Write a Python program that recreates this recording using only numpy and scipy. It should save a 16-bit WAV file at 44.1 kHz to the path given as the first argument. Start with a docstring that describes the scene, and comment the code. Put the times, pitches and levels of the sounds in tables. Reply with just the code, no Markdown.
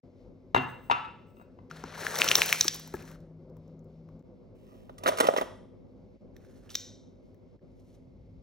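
"""A kitchen with a stone counter. A thick glass mug is set down: it thuds, rings and grinds on the stone.
A cardboard sleeve taps the counter and spills small metal capsules that slide and clack. Then the plastic
lever of a coffee machine rubs and knocks on its hollow housing, and fingers pick up a capsule.
Room rumble, hiss and an appliance hum lie underneath. Two microphones hear it all from changing
positions, along with the echo off tiles and stone."""
import sys
import numpy as np
from scipy import signal
from scipy.fft import rfft, irfft, next_fast_len
from scipy.io import wavfile
from scipy.ndimage import uniform_filter1d

SR = 44100
rng = np.random.default_rng(int(sys.argv[2]) if len(sys.argv) > 2 else 0)


def master(y):
    """Save y as 16-bit WAV."""
    cut = np.clip(np.atleast_2d(y).T, -1, 1)
    pcm = np.round(cut * 32767)  # scale
    wavfile.write(sys.argv[1], SR, pcm.astype(np.int16))


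N = 371322
TIME = np.arange(N) / SR
FFT_SIZE = next_fast_len(N)
FFT_HZ = np.fft.rfftfreq(FFT_SIZE, 1 / SR)
SIDES = np.array([[1], [-1]])   # plus for left, minus for right


def amp(db):
    """Turn decibels into a gain to multiply by."""
    return 10 ** (np.asarray(db) / 20)


def rms_one(x):
    """Scale a sound so that its average strength (rms) is 1."""
    return x / np.sqrt(np.mean(x ** 2) + 1e-20)


def filtered(x, kind, hz, order=2):
    """Keep the "low" side of hz, the "high" side, or the "band" between two pitches."""
    return signal.sosfilt(signal.butter(order, hz, kind, fs=SR, output="sos"), x)


def in_time(rows):
    """Join timed rows into one dB curve per column, silent before and after."""
    times, *columns = np.transpose(rows)
    return [np.interp(TIME, times, column, left=-200, right=-200) for column in columns]


def at_hz(points, hz):
    """Read a value between the rows of a table, on a musical (log) pitch scale."""
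    pitches, values = np.transpose(points)
    return np.interp(np.log(hz + 1e-9), np.log(pitches), values)


def coloured(x, spectrum):
    """Give a sound the tone colour of a table, with nothing far beyond its ends; rms 1."""
    inside = (FFT_HZ > spectrum[0][0] / 2) & (FFT_HZ < spectrum[-1][0] * 1.2)
    gain = amp(at_hz(spectrum, FFT_HZ)) * inside
    return rms_one(irfft(rfft(x, FFT_SIZE) * gain, FFT_SIZE)[:N])


def drift(rate):
    """A smooth random wobble of size about 1; a higher rate wobbles faster."""
    steps_per_s = 60
    steps = rng.standard_normal(int(N / SR * steps_per_s) + 2)
    smooth = uniform_filter1d(steps, size=max(1, int(steps_per_s / 2 / rate)))
    return np.interp(TIME * steps_per_s, np.arange(len(steps)), rms_one(smooth))


def widened(shared, opposed, alike):
    """Mix two noises into left and right; alike runs from 0 (unrelated) to 1 (the same)."""
    return np.sqrt((1 + alike) / 2) * shared + np.sqrt((1 - alike) / 2) * opposed * SIDES


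def grains(per_s, spread_db):
    """Random tiny contacts of uneven size."""
    sizes = amp(spread_db * np.minimum(rng.exponential(1, N), 4)) * rng.choice([-1, 1], N)
    return rms_one(sizes * (rng.random(N) < per_s / SR))


def ring(clicks, hz, ring_s):
    """Each click starts a tone. Its ring time, ring_s, is how long it takes to fade by 60 dB."""
    decay, step = amp(-60 / (ring_s * SR)), 2 * np.pi * hz / SR
    return signal.lfilter([0, np.sin(step)], [1, -2 * decay * np.cos(step), decay ** 2], clicks + 1e-18)


def scrape(contacts, tones, ring_scale=1):
    """A stream of tiny contacts keeps an object's natural tones ringing; rms 1."""
    return rms_one(sum(amp(db) * ring(contacts, hz, ring_s * ring_scale) for hz, db, ring_s in tones))


def strike(times, blows_db, tones, scatter_db, contact_s):
    """Each blow is a short noisy push that rings every natural tone with a partly random strength."""
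    out, size = np.zeros(N), 1500
    first, last = round(min(times) * SR), min(round(max(times) * SR) + SR // 2, N)
    age = np.arange(1, size + 1) / (contact_s * SR)
    fade = np.sqrt(age) * np.exp(-age)   # the contact swells quickly, then dies
    for hz, level_db, ring_s in tones:
        force, luck = np.zeros(N + size), rng.standard_normal((len(times), size))
        wave = np.exp(-2j * np.pi * hz / SR * np.arange(size))
        for start, blow_db, noise in zip(times, blows_db, luck):
            at, gain = round(start * SR), amp(blow_db + level_db + scatter_db * noise[0])
            push = noise * fade / np.sqrt(np.sum(fade ** 2))
            felt = abs(push @ wave)   # how hard the push drives this tone
            force[at:at + size] += gain * push / max(felt, .5)
        out[first:last] += ring(force[first:last], hz, ring_s)
    return out


# How long the kitchen echoes. Each row: pitch in Hz, ring time in seconds.
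ECHO_TIMES = [(100, 1), (400, 0.53), (1500, 0.57), (4000, 0.6), (6200, 0.48), (8000, 0.64), (15000, 0.2)]
# How alike the echo is left and right. Each row: pitch in Hz, likeness from 0 to 1.
ECHO_ALIKE = [(100, 1), (500, 0), (1500, 1), (5000, .1)]

def kitchen_echo():
    """Dense reflections off tiles and stone: noise that dies away at its own speed in each band."""
    t, out = np.arange(SR) / SR, 0
    edges_hz = 60 * 2 ** np.arange(0, 8.6, .5)
    for low, high in zip(edges_hz, np.minimum(edges_hz[1:], .45 * SR)):
        noises = filtered(rng.standard_normal((2, SR)), "band", [low, high])
        fade = amp(-60 * t / at_hz(ECHO_TIMES, np.sqrt(low * high)))
        out = out + widened(*noises, at_hz(ECHO_ALIKE, low)) * fade
    out = out * np.clip(t / 0.00084, 0, 1)   # a soft start
    return out / np.sqrt(np.sum(out ** 2, axis=1, keepdims=True))


# The tone colour of the rumble. Each row: pitch in Hz, relative level in dB.
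RUMBLE_COLOUR = [(15, -38), (25, -5.5), (48, 2.5), (71, -12.5), (102, 2), (128, -10.5), (157, -3),
                 (257, -5), (289, -10), (314, -10.5), (376, -5.5), (444, -15), (490, -5.5), (729, -22.5),
                 (1300, -34.5), (1690, -44), (2860, -120)]

def room_rumble(alike):
    """Distant, wavering low noise that grows duller near the end."""
    shared, opposed = (coloured(rng.standard_normal(N), RUMBLE_COLOUR)
                       * amp(1.5 * drift(8) + 0.31 * drift(1.5)) for _ in range(2))
    rumble = widened(shared, opposed, alike)
    dull = signal.sosfiltfilt(signal.butter(2, 128, fs=SR, output="sos"), rumble)
    dull_share = np.interp(TIME, [6.7, 8.4], [0, 0.4])
    return (1 - dull_share) * rumble + dull_share * dull


# The tone colour of the hiss. Each row: pitch in Hz, relative level in dB.
HISS_COLOUR = [(900, -24.5), (1500, -7.5), (2200, -1), (2800, -3.5), (5500, -5.5), (7000, -16),
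               (9600, -15.5), (11000, -21), (15500, -29.5)]

def room_hiss():
    """Faint hiss with a blurred appliance whine, made of a narrow band of noise."""
    whine_hz, width_hz = 2150, 150
    whine = rms_one(ring(rng.standard_normal((2, N)), whine_hz, np.log(1000) / (np.pi * width_hz)))
    hiss = np.array([coloured(rng.standard_normal(N), HISS_COLOUR) for _ in range(2)])
    return amp(-83.5 + 1.2 * drift(4.1)) * hiss + amp(-87) * whine


# Faint appliance tones that never stop. Each row: pitch in Hz, level in dB.
WHINES = [(259, -65), (12600, -110)]

def appliance_tones():
    """An appliance hums for a few seconds over two fainter tones; all waver in level."""
    hum_hz, hum_db = 160, -52.5
    humming = (TIME > 1.71) & (TIME < 4.226)
    tones = amp(hum_db + 0.73 * drift(4.2)) * np.sin(2 * np.pi * hum_hz * TIME) * humming
    for hz, db in WHINES:
        tones += amp(db + 2.7 * drift(8.9)) * np.sin(2 * np.pi * hz * TIME)
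    return np.sqrt(2) * tones


def deep_swell():
    """A deep rumble swells near the end."""
    deep = rms_one(filtered(rng.standard_normal(N), "low", hz=153, order=4))
    return deep * amp(-54.5) * np.interp(TIME, [7.8, 8.15], [0, 1])


# The room from three listening spots. Each row: start in seconds, rumble level in dB,
# left-right likeness of the rumble from 0 to 1, how much louder the left side is in dB.
SPOTS = [(0, -54, 0.82, 2.5), (1.698, -52.5, 0.99, 2.5), (4.225, -52.5, 0.48, 0.5)]
# Brief dips in the background. Each row: middle in seconds, width in seconds,
# change of the rumble and tones in dB, change of the hiss in dB.
DIPS = [(0.015, 0.03, -78, -48.5), (4.226, 0.025, -10, -8), (6.189, 0.036, -16, -4),
        (7.592, 0.049, -13, -7)]

def room_tone():
    """Rumble, hiss and appliance tones at each listening spot; the level dips briefly four times."""
    spots = np.array(SPOTS)
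    spot_now = np.maximum(np.searchsorted(spots[:, 0], TIME) - 1, 0)
    _, rumble_db, alike, left_db = spots[spot_now].T
    rumble, hiss = amp(rumble_db) * room_rumble(alike), room_hiss()
    drone = rumble + appliance_tones() + deep_swell()
    drone_dip_db, hiss_dip_db = sum(np.outer(depths_db, np.exp(-(2 * (TIME - middle) / width) ** 4))
                                    for middle, width, *depths_db in DIPS)
    return (drone * amp(drone_dip_db) + hiss * amp(hiss_dip_db)) * amp(left_db / 2 * SIDES)


# The sleeve tapping the counter. Each row: start in seconds, level in dB.
SLEEVE_TAPS = [(1.838, -32.5), (2.242, -29), (2.65, -29.5), (2.939, -23.5)]
# The cardboard's natural tones. Each row: pitch in Hz, level in dB, ring time in seconds.
SLEEVE_TONES = [(334.1, -3, 0.047), (560, -12, 0.024), (868, -6.5, 0.023), (1310, -11, 0.021),
                (1650, -14.5, 0.04)]

def sleeve():
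    """Hollow cardboard gives dull, quick knocks."""
    times, blow_db = np.transpose(SLEEVE_TAPS)
    return strike(times, blow_db, SLEEVE_TONES, scatter_db=1.6, contact_s=0.0026)


# The mug being pushed into place. Each row: time in seconds, level in dB.
GRIND_LEVELS = [(.55, -60), (.62, -73.5), (.72, -69.5), (.78, -78), (.88, -67), (.94, -87), (1.25, -100),
                (1.3, -78), (1.35, -83.5), (1.37, -82), (1.42, -71), (1.46, -100)]
# Glass tones that grit sets ringing. Each row: pitch in Hz, level in dB, ring time in seconds.
GRIND_TONES = [(2780, -7, .06), (6280, -16, .04), (8050, -1, .03), (14920, -2, .025), (15600, -8, .02)]

def mug_grind():
    """The mug's base grinds over grit on the stone, and the glass rings faintly."""
    grit = grains(per_s=1200, spread_db=-0.5)
    (level_db,) = in_time(GRIND_LEVELS)
    return amp(level_db + 3.24 * drift(15)) * scrape(grit, GRIND_TONES)


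def glass_clink(times, blows_db, tones, scatter_db):
    """Clean, instant blows ring the glass; neighbouring tones start in opposite directions."""
    out = np.zeros(N)
    for k, (hz, level_db, ring_s) in enumerate(tones):
        luck_db = scatter_db * rng.standard_normal(len(times))
        clicks = np.zeros(N)
        clicks[np.round(times * SR).astype(int)] = amp(blows_db + level_db + luck_db)
        out += (-1) ** k * ring(clicks, hz, ring_s)
    return out


# The mug landing and settling. Each row: start in seconds, then levels in dB
# of the deep thud, the higher knock, the glass walls, the base and the crunch.
MUG_HITS = [(0.546, -23, -16, -10, -36.5, -26), (0.562, -17, -19, -12, -35.5, -38.5),
            (0.575, -17.5, -44, -31.5, -45.5, -34), (0.898, -57, -26.5, -24, -43.5, -47),
            (0.905, -51, -34, -41, -41, -38.5), (0.911, -43, -22.5, -13, -22, -27.5),
            (0.923, -32.5, -29.5, -51, -41, -52), (1.048, -61, -44.5, -36, -40.5, -56),
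            (1.368, -72, -62, -48, -63, -78.5), (1.397, -61.5, -57, -62, -60, -80),
            (1.412, -62.5, -52.5, -63, -59.5, -86), (1.423, -65, -74, -63, -61.5, -85),
            (1.587, -65, -58, -70.5, -66.5, -79)]
# Four sets of natural tones. Each row: pitch in Hz, level in dB, ring time in seconds.
SLAB_TONES = [(136, -13.5, 0.2352), (256, -16, 0.23), (330, -18, 0.092), (380, -13, 0.083), (466, -18, 0.1),
              (661, -17.5, 0.035), (806, -6, 0.019), (920, 8, 0.02), (1074, -3.5, 0.016), (1420, -7, 0.03),
              (1728, -11.5, 0.039), (2050, -11.5, 0.047)]   # mug and counter slab together
WALL_TONES = [(2752, -17, 0.15), (3027, -32, .07), (3730, -22.5, 0.034), (4985, -41.5, 0.042),
              (6330, -30.5, 0.06), (8070, -25, 0.067), (13190, -21, .02), (14990, -13, 0.0583)]   # the glass walls
BASE_TONES = [(965, -2, 0.11), (1144, -5.5, 0.093), (1320, -3, 0.23), (2570, -10.5, .15), (3800, -20, .15)]   # the thick base
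CRUNCH_TONES = [(1800, 10.5, 0.0031), (2500, 8, 0.004), (3160, 12.5, 0.0017), (4100, -18.5, 0.0066),
                (6160, -19.5, 0.0011)]   # glass against stone

def mug():
    """The thick base thuds on the slab with a short crunch, and the walls ring thinly."""
    times, thud_db, knock_db, wall_db, base_db, crunch_db = np.transpose(MUG_HITS)
    deep_tones = [tone for tone in SLAB_TONES if tone[0] < 700]
    higher_tones = [tone for tone in SLAB_TONES if tone not in deep_tones]
    hits = strike(times, thud_db, deep_tones, scatter_db=1.0, contact_s=0.0024)
    hits += glass_clink(times, base_db, BASE_TONES, scatter_db=1.7)
    hits += strike(times, knock_db, higher_tones, scatter_db=3.7, contact_s=0.0014)
    hits += glass_clink(times, wall_db, WALL_TONES, scatter_db=1.5)
    hits += strike(times, crunch_db, CRUNCH_TONES, scatter_db=1.3, contact_s=0.0051)
    hits = filtered(hits, "low", hz=4220)   # the heavy base lands too slowly to make much treble
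    return filtered(hits + mug_grind(), "high", hz=88)   # the mug's sounds carry no deep bass


# The lever's joints knocking. Each row: start in seconds, then levels in dB
# of the hollow blow, the lever arm, the housing's higher snap and the latch.
LEVER_KNOCKS = [(4.894, -31.5, -45, -46, -57), (4.981, -63, -57.5, -35, -40.5),
                (5.035, -25, -33, -36, -31.5), (5.06, -18, -11.5, -29, -38), (5.066, -18.5, -15, -23, -29),
                (5.076, -14.5, -13.5, -35, -24.5), (5.083, -12, -26, -16, -21), (5.088, -8, -15, -19, -28),
                (5.119, -19, -44, -22, -43), (5.133, -21, -48, -43, -47), (5.172, -29.5, -44, -27, -27),
                (5.185, -24, -20, -21, -28), (5.201, -11.5, -16.5, -22, -16.5),
                (5.207, -7.5, -11, -11, -24), (5.233, -19, -35, -26, -37), (5.24, -16.5, -26, -22, -29),
                (5.252, -18, -41, -42, -42), (5.268, -14, -30, -17, -25.5), (5.286, -3, -42, -13, -31.5),
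                (5.308, -16.5, -50, -41, -57), (5.337, -15, -31, -39, -40),
                (5.363, -11.5, -43.5, -15.5, -32.5), (5.373, -22.5, -32, -29, -27.5),
                (5.381, -15, -44, -8.5, -33.5), (5.411, -12, -32, -18.5, -31), (5.42, -18, -39, -24, -50)]
# Fingers brush the lever, then it rubs in its guides.
# Each row: time in seconds, housing level in dB, latch level in dB.
LEVER_RUB = [(4.55, -90, -77), (4.72, -60, -68), (4.8, -69, -69.5), (4.95, -77.5, -76.5),
             (5.02, -51.5, -78), (5.07, -28, -40), (5.15, -42.5, -78), (5.26, -26, -62), (5.325, -77, -62),
             (5.4, -47, -46), (5.5, -59, -102)]
# Three sets of natural tones. Each row: pitch in Hz, level in dB, ring time in seconds.
HOUSING_TONES = [(400, -25, 0.038), (483.5, -28, 0.03), (534, -9, 0.031), (620.4, -7, 0.0386),
                 (687, -19, 0.058), (810, -17, 0.042), (982, -13, 0.025), (1197, -9.5, 0.026),
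                 (1957, -15.5, 0.015), (2566, -14, 0.0043)]   # the hollow housing
ARM_TONES = [(1430, -3.5, 0.0096), (1480, -3.5, 0.01)]   # the lever arm
LATCH_TONES = [(3430, 5.5, 0.0035), (4385, -11, 0.0024), (5670, 0.5, 0.0041), (7370, -6, 0.0016),
               (8690, 2, 0.0038), (10000, 2.5, 0.0021), (12150, -7.5, 0.003), (14900, -11, 0.004)]   # the bright latch

def lever():
    """Joints slip and knock on the hollow housing; between knocks, plastic rubs on plastic."""
    low_rub_db, high_rub_db = in_time(LEVER_RUB)
    friction = grains(per_s=2400, spread_db=-5.0)
    rub = amp(low_rub_db) * scrape(friction, HOUSING_TONES)
    rub += amp(high_rub_db) * scrape(friction, LATCH_TONES, ring_scale=0.5)
    times, hollow_db, arm_db, snap_db, latch_db = np.transpose(LEVER_KNOCKS)
    hollow_tones = [tone for tone in HOUSING_TONES if tone[0] < 1050]
    snap_tones = [tone for tone in HOUSING_TONES if tone not in hollow_tones]
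    blow_s, slip_s = 0.0013, 0.004
    knocks = strike(times, hollow_db, hollow_tones, scatter_db=1.14, contact_s=blow_s)
    knocks += strike(times, arm_db, ARM_TONES, scatter_db=0.89, contact_s=blow_s)
    knocks += strike(times, snap_db, snap_tones, scatter_db=2.5, contact_s=slip_s)
    knocks += strike(times, latch_db, LATCH_TONES, scatter_db=1.6, contact_s=slip_s)
    return filtered(knocks + rub, "high", hz=300)   # the knocks and rubbing carry no bass


# Capsules slide out of the sleeve; later one is picked up and turned in the fingers. One list per move.
# Each row: time in seconds, level in dB, extra treble in dB.
RATTLE_MOVES = [
    [(1.7, -56.5, -2.5), (1.8, -56.5, -2), (1.89, -55, -12.5), (1.98, -47, 3), (2.22, -34.5, 6.5),
     (2.34, -37, 9), (2.52, -40.5, 11.5), (2.65, -54.5, 19.5), (2.78, -60.5, 12.5), (2.9, -63.5, 7.5),
     (3.0, -58, 3), (3.12, -56, 6), (3.2, -87.5, -3)],
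    [(6.33, -94, 6.5), (6.36, -73.5, 5), (6.6, -70, 10), (6.69, -72, 3.5), (6.695, -52.5, 12),
     (6.76, -78, 25)],
    [(7.22, -105, 22.5), (7.25, -95, 21), (7.33, -96.5, 17), (7.35, -105, -4)],
    [(7.66, -110, 13.5), (7.72, -90.5, 12.5), (7.87, -88, 22.5), (7.95, -96, 31), (8.03, -110, 5.5)],
]
# The tone colour of the rattle. Each row: pitch in Hz, relative level in dB.
RATTLE_COLOUR = [(250, -4), (500, 4), (1000, -0.5), (1700, 3.5), (2400, -5), (3500, -7.5), (4300, -6),
                 (4900, -14), (5650, -7.5), (7500, -17), (8600, -8), (11300, -17), (12300, -19.5),
                 (15500, -26.5)]

def capsule_rattle():
    """Sliding capsules make a stream of tiny contacts and now and then bump into each other."""
    rattle = coloured(grains(per_s=2500, spread_db=-2.0), RATTLE_COLOUR)
    treble = filtered(rattle, "high", hz=4500)
    bumps_per_s, bump_db, decay_cycles = 24, 12, 2.2
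    clicks = (rng.random(N) < bumps_per_s / SR) * amp(bump_db + rng.standard_normal(N))
    pitch_choice = rng.integers(0, 6, N)
    bumps = sum(ring(clicks * (pitch_choice == k), hz, np.log(1000) * decay_cycles / hz)
                for k, hz in enumerate(np.geomspace(950, 2400, 6)))
    out = np.zeros(N)
    for move in RATTLE_MOVES:
        level_db, treble_db = in_time(move)
        out += amp(level_db + 3 * drift(25)) * (rattle - treble + amp(treble_db) * treble + bumps)
    return out


# Capsules clacking on the stone, then one clicking in the fingers; last, a faint tick as the
# background dips. Each row: start in seconds, pitch of the body's click in Hz,
# then levels in dB of that click, the shell's ring and the crack.
CLACKS = [(1.712, 1370, -26.5, -48.5, -65), (1.839, 1310, -27.5, -44, -56), (2.033, 1610, -26, -41, -57),
          (2.067, 1690, -11, -36, -41), (2.155, 1020, -30.5, -24.5, -31), (2.187, 1640, -31, -21.5, -23.5),
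          (2.2, 2230, -20, -42, -41), (2.218, 2650, 0.5, -35, -37), (2.243, 1470, -19.5, -23, -23.5),
          (2.278, 2860, -19, -20, -38), (2.287, 3180, -9, -13, -26), (2.315, 2820, 0, -24, -34),
          (2.354, 3900, -1.5, -9.5, -15.5), (2.366, 2370, -37, -35, -21), (2.4188, 2500, 0, -31, -26),
          (2.459, 1480, -31, -37, -23), (2.491, 3170, -20, -27.5, -28), (2.5, 1800, -23, -44, -38),
          (2.527, 2330, -1, -22.5, -14.5), (2.609, 5230, -11, -7.5, -25), (2.645, 1200, -25.5, -38, -28.5),
          (2.681, 5400, -3, -15.5, -30.5), (2.745, 4230, -54, -45, -33.5), (2.762, 4060, -50, -48, -38),
          (2.796, 3010, -62, -52.5, -38.5), (2.875, 887, -38.5, -53, -40.5), (2.939, 2177, -46, -56, -43),
          (2.95, 1800, -46, -53.5, -44.5), (2.956, 1800, -54, -57.5, -45.5), (3.023, 2397, -48, -61, -48.5),
          (3.052, 1310, -46, -53, -57), (3.113, 903, -40, -54.5, -53.5), (3.157, 1280, -45, -70.5, -71),
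          (3.204, 5010, -67, -66, -69.5), (3.498, 4960, -70.5, -71, -75), (3.568, 966, -47.5, -70, -61),
          (3.679, 6323, -66, -73.5, -71), (3.793, 6520, -61.5, -76, -75.5), (3.844, 2014, -76.5, -82, -68),
          (4.089, 1087, -46.5, -73.5, -73.5), (4.194, 6770, -68, -81, -79), (6.365, 1817, -47, -51.5, -51),
          (6.448, 1500, -51.5, -63, -63.5), (6.694, 2900, -42, -56, -64.5),
          (6.703, 3703, -42.5, -35.5, -57), (6.745, 3670, -32, -40.5, -38),
          (6.7529, 3740, -17, -12.5, -28.5), (7.345, 1810, -65, -72, -62), (7.593, 1703, -65, -87, -87)]
# The thin metal shell's natural tones. Each row: pitch in Hz, level in dB, ring time in seconds.
SHELL_TONES = [(3740, -10, 0.011), (4230, -12.5, 0.0043), (5630, -9.5, .005), (5780, 0, 0.008),
               (6480, -10, 0.0045), (7200, -21.5, 0.0022)]
# Harder clacks are shorter. Each row: click level in dB, cycles it takes to fade to about a third.
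CLICK_CYCLES = [(-16, 2.8), (-7, 1.3)]

def capsule_clacks():
    """A clack is a short click of the body, the ring of the thin shell and a bright crack."""
    times, click_hz, click_db, shell_db, crack_db = np.transpose(CLACKS)
    out = strike(times, shell_db, SHELL_TONES, scatter_db=1.6, contact_s=0.0012)
    t, crack_decay_s = np.arange(400) / SR, 0.0022
    hiss = filtered(rng.standard_normal((len(times), len(t))), "high", hz=7500)
    cycles = np.interp(click_db, *np.transpose(CLICK_CYCLES))
    for k, at in enumerate(np.round(times * SR).astype(int)):
        click = np.sin(2 * np.pi * click_hz[k] * t) * np.exp(-t * click_hz[k] / cycles[k])
        crack = hiss[k] * np.exp(-t / crack_decay_s)
        out[at:at + len(t)] += amp(click_db[k]) * click + amp(crack_db[k]) * crack
    return filtered(filtered(out, "high", hz=1100), "high", hz=1100)   # the clacks carry no bass


def placed(x, echo, shade, echo_db, left_late_ms):
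    """Direct sound reaches the two microphones at different times and levels; the echo follows."""
    delay = np.exp(-1j * np.pi * FFT_HZ * left_late_ms / 1000 * SIDES)
    balance = amp(at_hz(shade, FFT_HZ) / 2 * SIDES)
    direct = irfft(rfft(x, FFT_SIZE) * delay * balance, FFT_SIZE)[:, :N]
    return direct + amp(echo_db) * signal.fftconvolve(x[None], echo, axes=1)[:, :N]


# The body that holds the microphones shades one of them, for sounds on the counter or at the machine.
# Each row: pitch in Hz, how much louder the left side is in dB.
SHADE_COUNTER = [(250, 0), (600, 11), (1200, 6), (2400, 4.5), (4200, 5.5)]
SHADE_MACHINE = [(250, -1.5), (600, 0.5), (1200, -6.5), (2400, -5.5), (4200, -5)]

def scene():
    """The mug and the spill are louder on the left, the lever and the held capsule on the right."""
    echo = kitchen_echo()
    capsules = capsule_clacks() + capsule_rattle()
    after_spill = TIME > 4.226
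    spill = capsules * ~after_spill + sleeve()
    held = filtered(capsules * after_spill, "high", hz=1200)   # in the fingers, no counter to boom on
    return (room_tone()
            + placed(mug(), echo, SHADE_COUNTER, echo_db=-7.5, left_late_ms=0.36)
            + placed(spill, echo, SHADE_COUNTER, echo_db=-12.0, left_late_ms=-0.0074)
            + placed(lever(), echo, SHADE_MACHINE, echo_db=-14.0, left_late_ms=0.461)
            + placed(held, echo, SHADE_MACHINE, echo_db=-11.5, left_late_ms=-0.03))


# How far the left channel's wave runs ahead in the treble. Each row: pitch in Hz, lead in radians.
LEFT_LEAD = [(5600, 0.8), (7500, 1.2), (8500, 2.9), (11600, 3.3), (12200, 5.2), (16500, 5.4)]

def record(dry):
    """Cut the deepest bass and the very top; in the treble both sides carry mostly the left microphone."""
    spectrum = rfft(filtered(dry, "high", hz=45, order=6), FFT_SIZE)
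    treble = np.interp(FFT_HZ, [3100, 4100], [0, 1])
    left_share = 0.92 * treble
    spectrum = (1 - left_share) * spectrum + left_share * spectrum[0]
    phase_turn = np.exp(.5j * treble * at_hz(LEFT_LEAD, FFT_HZ) * SIDES)
    top_cut = signal.cheby2(20, 100, 16900, fs=SR, output="sos")
    return signal.sosfilt(top_cut, irfft(spectrum * phase_turn, FFT_SIZE)[:, :N])


dry = scene()
out = record(dry)
master(out)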